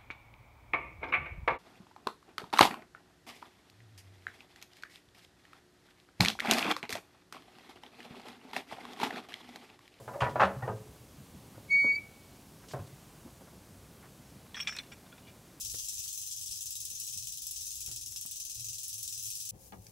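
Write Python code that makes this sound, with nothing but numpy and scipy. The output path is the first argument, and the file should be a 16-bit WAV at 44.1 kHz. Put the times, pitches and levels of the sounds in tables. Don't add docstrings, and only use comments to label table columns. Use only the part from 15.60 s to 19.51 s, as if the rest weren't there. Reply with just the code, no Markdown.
import sys
import numpy as np
from scipy import signal
from scipy.fft import rfft, irfft, next_fast_len
from scipy.io import wavfile
from scipy.ndimage import uniform_filter1d, map_coordinates

SR = 44100
rng = np.random.default_rng(int(sys.argv[2]) if len(sys.argv) > 2 else 0)


def to_wav(sig):
    pcm = np.clip(np.atleast_2d(sig), -1, 1) * 32767
    pcm = np.round(pcm).astype(np.int16)
    wavfile.write(sys.argv[1], SR, pcm.T)


def how_loud(loudness_db):
    steps = np.asarray(loudness_db, float) / 20
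    return 10 ** steps


N = 172431
CLACK_RATE = 102
PLACES = 3


def unit(x):
    return x / np.sqrt(np.mean(x ** 2) + 1e-20)


def along(points, hz):
    f, v = np.transpose(points)
    return np.interp(np.log(hz + 1), np.log(f + 1), v)


def wobble(rate):
    knots = rng.standard_normal(int(N * rate / SR) + 4)
    return map_coordinates(knots, [np.arange(N) * rate / SR])


def filtered(x, response):
    m = 2 * next_fast_len(N // 2 + SR // 4)
    hz = np.fft.rfftfreq(m, 1 / SR)
    return irfft(rfft(x, m) * response(hz), m)[..., :N]


def causal(db):
    c = irfft(np.log(how_loud(np.maximum(db, -90))))
    c[1:len(c) // 2] *= 2
    c[len(c) // 2 + 1:] = 0
    return np.exp(rfft(c))


def patchy(x, patchy_db):
    z = signal.stft(x, nperseg=512)[2]
    field = rng.standard_normal(z.shape[1:])
    field = uniform_filter1d(field, size=3, axis=0)
    field = uniform_filter1d(field, size=12, axis=1)
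    return signal.istft(z * how_loud(patchy_db * unit(field)), nperseg=512)[1][:, :N]


def rush(spectrum):
    # frequency in Hz, left-right correlation.
    likeness = [(60, 0.97), (130, 0.87), (300, 0.67), (640, 0.42), (2000, 0.24)]

    def mid_side(hz):
        turn = np.arccos(np.clip(along(likeness, hz), -1, 1)) / 2
        return how_loud(along(spectrum, hz)) * [np.cos(turn), np.sin(turn)]

    mid, side = filtered(rng.standard_normal((2, N)), mid_side)
    return np.array([mid + side, mid - side]) / mid.std()


def rattle():
    t = np.arange(N) / SR
    # time in seconds, lead over the steady beat in clacks, contrast within a swing as a factor, level in dB.
    shake = [(0, -0.0072, 2.1, -39), (0.199, -0.2, .7, -41), (0.401, 0.0048, 0.76, -40),
             (0.649, 0.19, 1.4, -42), (0.902, -0.016, 1.5, -41.5), (1.15, 0.04, 1.8, -41),
             (1.361, 0.032, 1, -43), (1.461, 0.36, 1.84, -39.5), (1.7, 0.27, 1.17, -43),
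             (1.95, 0.008, 0.85, -41.5), (2.201, 0.017, 1.37, -41.5), (2.45, -0.16, 1.54, -43.5),
             (2.697, -0.55, 1.5, -41.5), (2.951, -0.67, 1.4, -43), (3.199, -0.82, 2.15, -41.5),
             (3.451, -0.9, 1.1, -41.5), (3.698, -0.92, 0.91, -40.5), (3.91, -0.9, 1.5, -41)]
    s, *columns = np.transpose(shake)
    ahead, contrast, level_db = (np.interp(t, s, c) for c in columns)
    beat = CLACK_RATE * t + ahead + 0.15

    def upper(hz):
        return 1 / (1 + (8700 / (hz + 1)) ** 6)

    dark, bright = clacks(t, beat, contrast, level_db)
    blows = filtered(dark, lambda hz: 1 - upper(hz))
    blows += how_loud(1.5 * np.tanh(wobble(10))) * filtered(bright, upper)
    blows += how_loud(-3.5) * chatter(t, beat, contrast)

    sweep_s = 0.000015
    position = np.arange(PLACES) - (PLACES - 1) / 2
    lag = np.outer([1, -1], position)[..., None] * sweep_s
    direct = filtered(blows, lambda hz: np.exp(1j * np.pi * hz * lag)).sum(1)
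    heard = direct + how_loud(0.5) * sum(panes(place[None]) for place in blows)

    # frequency in Hz, gain in dB.
    mic = [(11000, 0), (12700, 2), (13200, -2), (13900, -2), (14500, 3), (15100, 8), (15700, 10)]
    heard = patchy(heard, patchy_db=1.35)
    heard = filtered(heard, lambda hz: segments(hz) * causal(along(mic, hz)))
    power = np.abs(uniform_filter1d(heard.mean(0) ** 2, SR // 4))
    return heard * how_loud(level_db) / np.sqrt(power)


def clacks(t, beat, contrast, level_db):
    count = 20
    scatter_db, tilt_db, jitter_s = 2.0, 1.8, 0.0004
    spread_s, tick_db = 0.0017, 1.2
    # time in seconds, peak in dB, treble relative to the peak in dB.
    accents = [(0.0973, -30, -18), (0.1364, -33.5, -17.5), (0.185, -26, -16.5), (0.2844, -23.5, -17),
               (0.3807, -29.5, -19), (0.528, -30, -7), (0.7109, -31.5, -21), (0.7617, -33.5, -8),
               (0.8117, -30.5, -14), (0.8592, -31.5, -14.5), (0.9573, -32, -13.5), (1.1537, -27.5, -10),
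               (1.2027, -28, -11.5), (1.2516, -26, -8), (1.3015, -27.5, -14), (1.3506, -30.5, -15),
               (1.3992, -26, -5.5), (1.4671, -32.5, -8), (1.5243, -32.5, -14), (1.6237, -33, -18),
               (1.6708, -27.5, -16), (1.7224, -28.5, -13), (1.7719, -27.5, -10), (1.82, -26.5, -7.5),
               (1.8678, -24, -10), (1.9096, -25.5, -10.5), (1.9603, -29, -19), (2.0086, -28, -11.5),
               (2.0553, -34, -6.5), (2.067, -28, -16.5), (2.2047, -29.5, -13.5), (2.261, -26.5, -13),
               (2.3137, -28.5, -16), (2.3611, -27, -13), (2.4605, -29.5, -12.5), (2.5114, -35.5, -6),
               (2.5605, -27.5, -19.5), (2.611, -27, -9.5), (2.6607, -26.5, -5.5), (2.7111, -26, -10),
               (2.7583, -28.5, -14), (2.8, -27.5, -12.5), (2.8505, -30, -9.5), (2.897, -29, -12),
               (2.954, -32.5, -12), (2.996, -30, -13.5), (3.044, -30, -14), (3.1308, -30.5, -13.5),
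               (3.191, -37.5, -6.5), (3.2319, -30.5, -11.5), (3.2804, -32.5, -3), (3.329, -30, -16),
               (3.4292, -25.5, -11.5), (3.477, -25.5, -14.5), (3.5253, -26.5, -17), (3.6553, -25.5, -14.5),
               (3.7027, -26, -13), (3.7523, -27.5, -10), (3.8513, -29.5, -12), (3.8902, -27.5, -8.5)]

    whole = np.arange(1, int(CLACK_RATE * t[-1]))
    luck = np.tanh(rng.standard_normal((len(whole), 3)))
    tick = rng.random((5, len(whole), count))
    at = np.interp(whole, beat, t)
    db = np.interp(at, t, contrast) * swing_db(whole, at, fade_db=10) + scatter_db * luck[:, 0]
    db = np.minimum(db, 0.5)

    hard_s, peak_db, treble_db = np.transpose(accents)
    hard = np.abs(at[:, None] - hard_s).argmin(0)
    at[hard] = hard_s
    db[hard] = peak_db - np.interp(hard_s, t, level_db) - 12.5
    luck[hard, 1] = 0
    luck[hard, 2] = 0.31 * (treble_db - treble_db.mean())

    start = at + jitter_s * luck[:, 1]
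    times = start[:, None] + spread_s * (tick[0] + tick[2] + tick[4] - 0.75)
    size = np.sign(tick[1] - 0.5) * how_loud(db[:, None] + 2 * tick_db * tick[2])
    tilt = tilt_db * luck[:, 2:]
    return [along_tail(times, size * how_loud(way * tilt), tick[3]) for way in (-1, 1)]


def chatter(t, beat, contrast):
    when, sign, strength, place = rng.random((4, 16000))
    when = when * t[-1]
    swung = np.interp(when, t, beat) - 0.045
    fade_db = np.interp(when, t, contrast) * swing_db(swung, when, fade_db=3)
    size = np.sign(sign - 0.5) * how_loud(fade_db - 1.5 * np.log(strength + 0.0091))
    return along_tail(when, size, place)


def swing_db(beat, t, fade_db):
    swing_clacks, fade_bend = 5, 1.05
    # start in seconds, which clack of the swing leads.
    leads = [(0, 0), (.22, 4), (.6, 3), (1.43, 0), (1.49, 1), (1.89, 0), (2.24, 1), (2.78, 0), (3.07, 4),
             (3.645, 3), (3.69, 2), (3.875, 1)]
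    s, lead = np.transpose(leads)
    since = beat - lead[np.searchsorted(s, t, "right") - 1]
    u = since % swing_clacks / swing_clacks
    return -fade_db * u ** fade_bend


def along_tail(s, size, place):
    where = (place * PLACES).astype(int)
    return unit(np.array([ticks(s, size * (where == k)) for k in range(PLACES)]))


def ticks(s, size):
    at = np.clip((s * SR).astype(int), 0, N - 1).ravel()
    return np.bincount(at, np.ravel(size), N)


def segments(hz):
    # frequency in Hz, density in dB per Hz.
    shell = [(1120, -47.5), (2000, -36.5), (2560, -16), (3300, -9), (4600, -10.5), (5300, -4), (6100, -3),
             (8300, -6), (10000, -5.5), (13000, -11.5)]
    # frequency in Hz, width in Hz, level in dB.
    rings = [(4970, 40, -6), (5300, 25, -3), (5430, 18, 1), (5815, 24, -1), (5975, 30, -3), (6117, 25, -1),
             (6220, 25, -3), (6520, 60, -4), (6728, 30, -3), (7525, 40, -2), (7976, 40, -3), (9115, 25, -3),
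             (10900, 350, -2), (12400, 300, -2)]
    # frequency in Hz, left over right in dB.
    left_over_right = [(2000, 1.5), (4400, 3.5), (7000, 3), (8100, 9.5), (9500, -6.5), (11500, 8.5),
                       (16000, -5)]
    # frequency in Hz, lead of the left side in radians.
    left_lead = [(2410, 0.17), (4220, 5.96), (6000, 5.78), (16000, 8)]

    ring = sum(how_loud(db) * 1j * hz * w / (c * c - hz * hz + 1j * hz * w) for c, w, db in rings)
    ring = how_loud(2.2) * how_loud([[0], [-5]]) * ring
    side = how_loud(np.outer([0.5, -0.5], along(left_over_right, hz)))
    side = side * np.exp(np.outer([0.5j, -0.5j], along(left_lead, hz)))
    return causal(along(shell, hz)) * (1 + ring) * side


def panes(x):
    # frequency in Hz, 60 dB decay time in seconds.
    decay = [(2000, 0.029), (6000, 0.18), (15000, 0.011)]
    hz, t, z = signal.stft(rng.standard_normal((2, SR // 4)), SR, nperseg=128)
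    fade = how_loud(-60 * t / along(decay, hz)[:, None])
    tail = signal.istft(z * fade, SR, nperseg=128)[1]
    late = np.pad(x, ((0, 0), (40, 0)))
    return signal.fftconvolve(late, tail / np.linalg.norm(tail[0]), axes=1)[:, :N]


def handling():
    # time in seconds, peak in dB, thump over the peak in dB, pan to the left in dB, dullness in dB.
    bumps = [(.055, -64.5, -10, 2, -10.5), (0.144, -41.5, -1, -6.5, -0.5), (0.198, -60, -3, -8, -9.5),
             (0.33, -65.5, -8, 7, -6), (0.46, -62.5, -23, 18, -5), (1.316, -55.5, -10, -1, 8),
             (1.335, -60, -15, 1, 10), (1.42, -65, -7, 2, -6), (1.566, -62, 16, 4, 4),
             (2.276, -58, -18, 3, -7), (2.281, -62.5, 18.5, 0, 0), (2.29, -57, -1, 5, -6),
             (2.298, -62, 13, 0, 12), (2.306, -59, -4, 2, -1), (2.313, -67, 11, -7, -13),
             (2.322, -63, 8, 0, 0), (2.525, -62, -7, 13, -4), (2.559, -67, 0, 7, -12),
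             (2.643, -71, -8, 8, 1), (2.653, -53, -8, 16, 4), (2.892, -66, 0, 0, 0)]
    # frequency in Hz, density in dB per Hz.
    scuff_colour = [(150, 10), (400, 1), (650, -8.5), (1500, -8), (3000, -9.5)]
    thump_hz, thump_t60, thump_rise_s, thump_early_s = 97, 0.04, 0.0027, 0.0024
    scuff_s, snap_s, snap_db, dull_hz = 0.016, 0.0015, 9.5, 604

    bright = rush([(60, -60)] + scuff_colour + [(6000, -62)])
    dull = filtered(bright, lambda hz: 1 / (1 + (hz / dull_hz) ** 4))
    v = np.arange(SR // 8) / SR
    u = np.maximum(v - thump_early_s, 0)
    push = -how_loud(6.5 - 60 * v / thump_t60) * (1 - np.exp(-v / thump_rise_s))
    push = push * np.sin(2 * np.pi * thump_hz * v)
    dying = how_loud(-11.0) * (u > 0) * (np.exp(-u / scuff_s) + how_loud(snap_db) * np.exp(-u / snap_s))

    out = np.zeros((2, N))
    for s, db, thump_db, pan_db, dull_db in bumps:
        span = round((s - thump_early_s) * SR) + np.arange(len(v))
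        scuff = dull[:, span] + how_loud(-dull_db) * (bright[:, span] - dull[:, span])
        pan = how_loud(np.array([[pan_db], [-pan_db]]) / 2)
        out[:, span] += how_loud(db) * (pan * dying * scuff + how_loud(thump_db) * push)
    return out


def boom():
    # start in seconds, length in seconds, level in dB.
    booms = [(1.178, 0.048, -65), (1.513, 0.16, -63), (2.313, 0.15, -65.5), (2.975, 0.056, -57),
             (3.068, 0.056, -58), (3.193, .08, -67.5), (3.357, 0.065, -61), (3.494, 0.11, -75),
             (3.543, .07, -67), (3.647, 0.043, -58.5), (3.851, 0.034, -65)]
    boom_hz, rise_s, sway_db = 112.6, 0.039, 1.5
    t = np.arange(N) / SR
    swell = np.zeros(N)
    for s, length, db in booms:
        inside = np.minimum(t - s, s + length - t)
        swell += how_loud(db) * np.clip(inside / rise_s + 1, 0, 1) ** 2
    tone = np.sin(2 * np.pi * boom_hz * t + 0.9 * wobble(21))
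    return np.sqrt(2) * swell * how_loud(sway_db * wobble(21.75)) * tone


def room():
    # time in seconds, level in dB.
    traffic = [
        (0.0, -55),
        (0.41, -62.5),
        (0.83, -62),
        (1.15, -63.5),
        (1.69, -61),
        (2.06, -63),
        (2.45, -59),
        (2.78, -65),
        (3.12, -61.5),
        (3.91, -65),
    ]
    # frequency in Hz, density in dB per Hz.
    rumble_colour = [(13, -57), (22, 2), (70, -3.5), (135, -6.5), (183, -25), (296, -19), (375, -30.5),
                     (407, -24.5), (600, -43), (780, -34), (1320, -120)]
    hiss_colour = [(260, -17), (450, -9), (1200, -11), (1800, -7), (2300, -15), (2990, -38), (5060, -120)]
    t = np.arange(N) / SR
    rumble = how_loud(np.interp(t, *np.transpose(traffic)) + 1.5 * wobble(15)) * rush(rumble_colour)
    hiss = how_loud(-80.5 + 0.13 * wobble(7.1)) * patchy(rush(hiss_colour), patchy_db=1.5)
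    return rumble + hiss


def scene():
    return rattle() + handling() + boom() + room()


def top_cut(x):
    return signal.sosfilt(signal.butter(12, 17160, fs=SR, output="sos"), x)


def record(dry):
    band = filtered(dry, lambda hz: 1 / (1 + (hz / 15750) ** 400) / (1 + (37 / (hz + 1)) ** 6))
    return top_cut(band)


dry = scene()
out = record(dry)
to_wav(out)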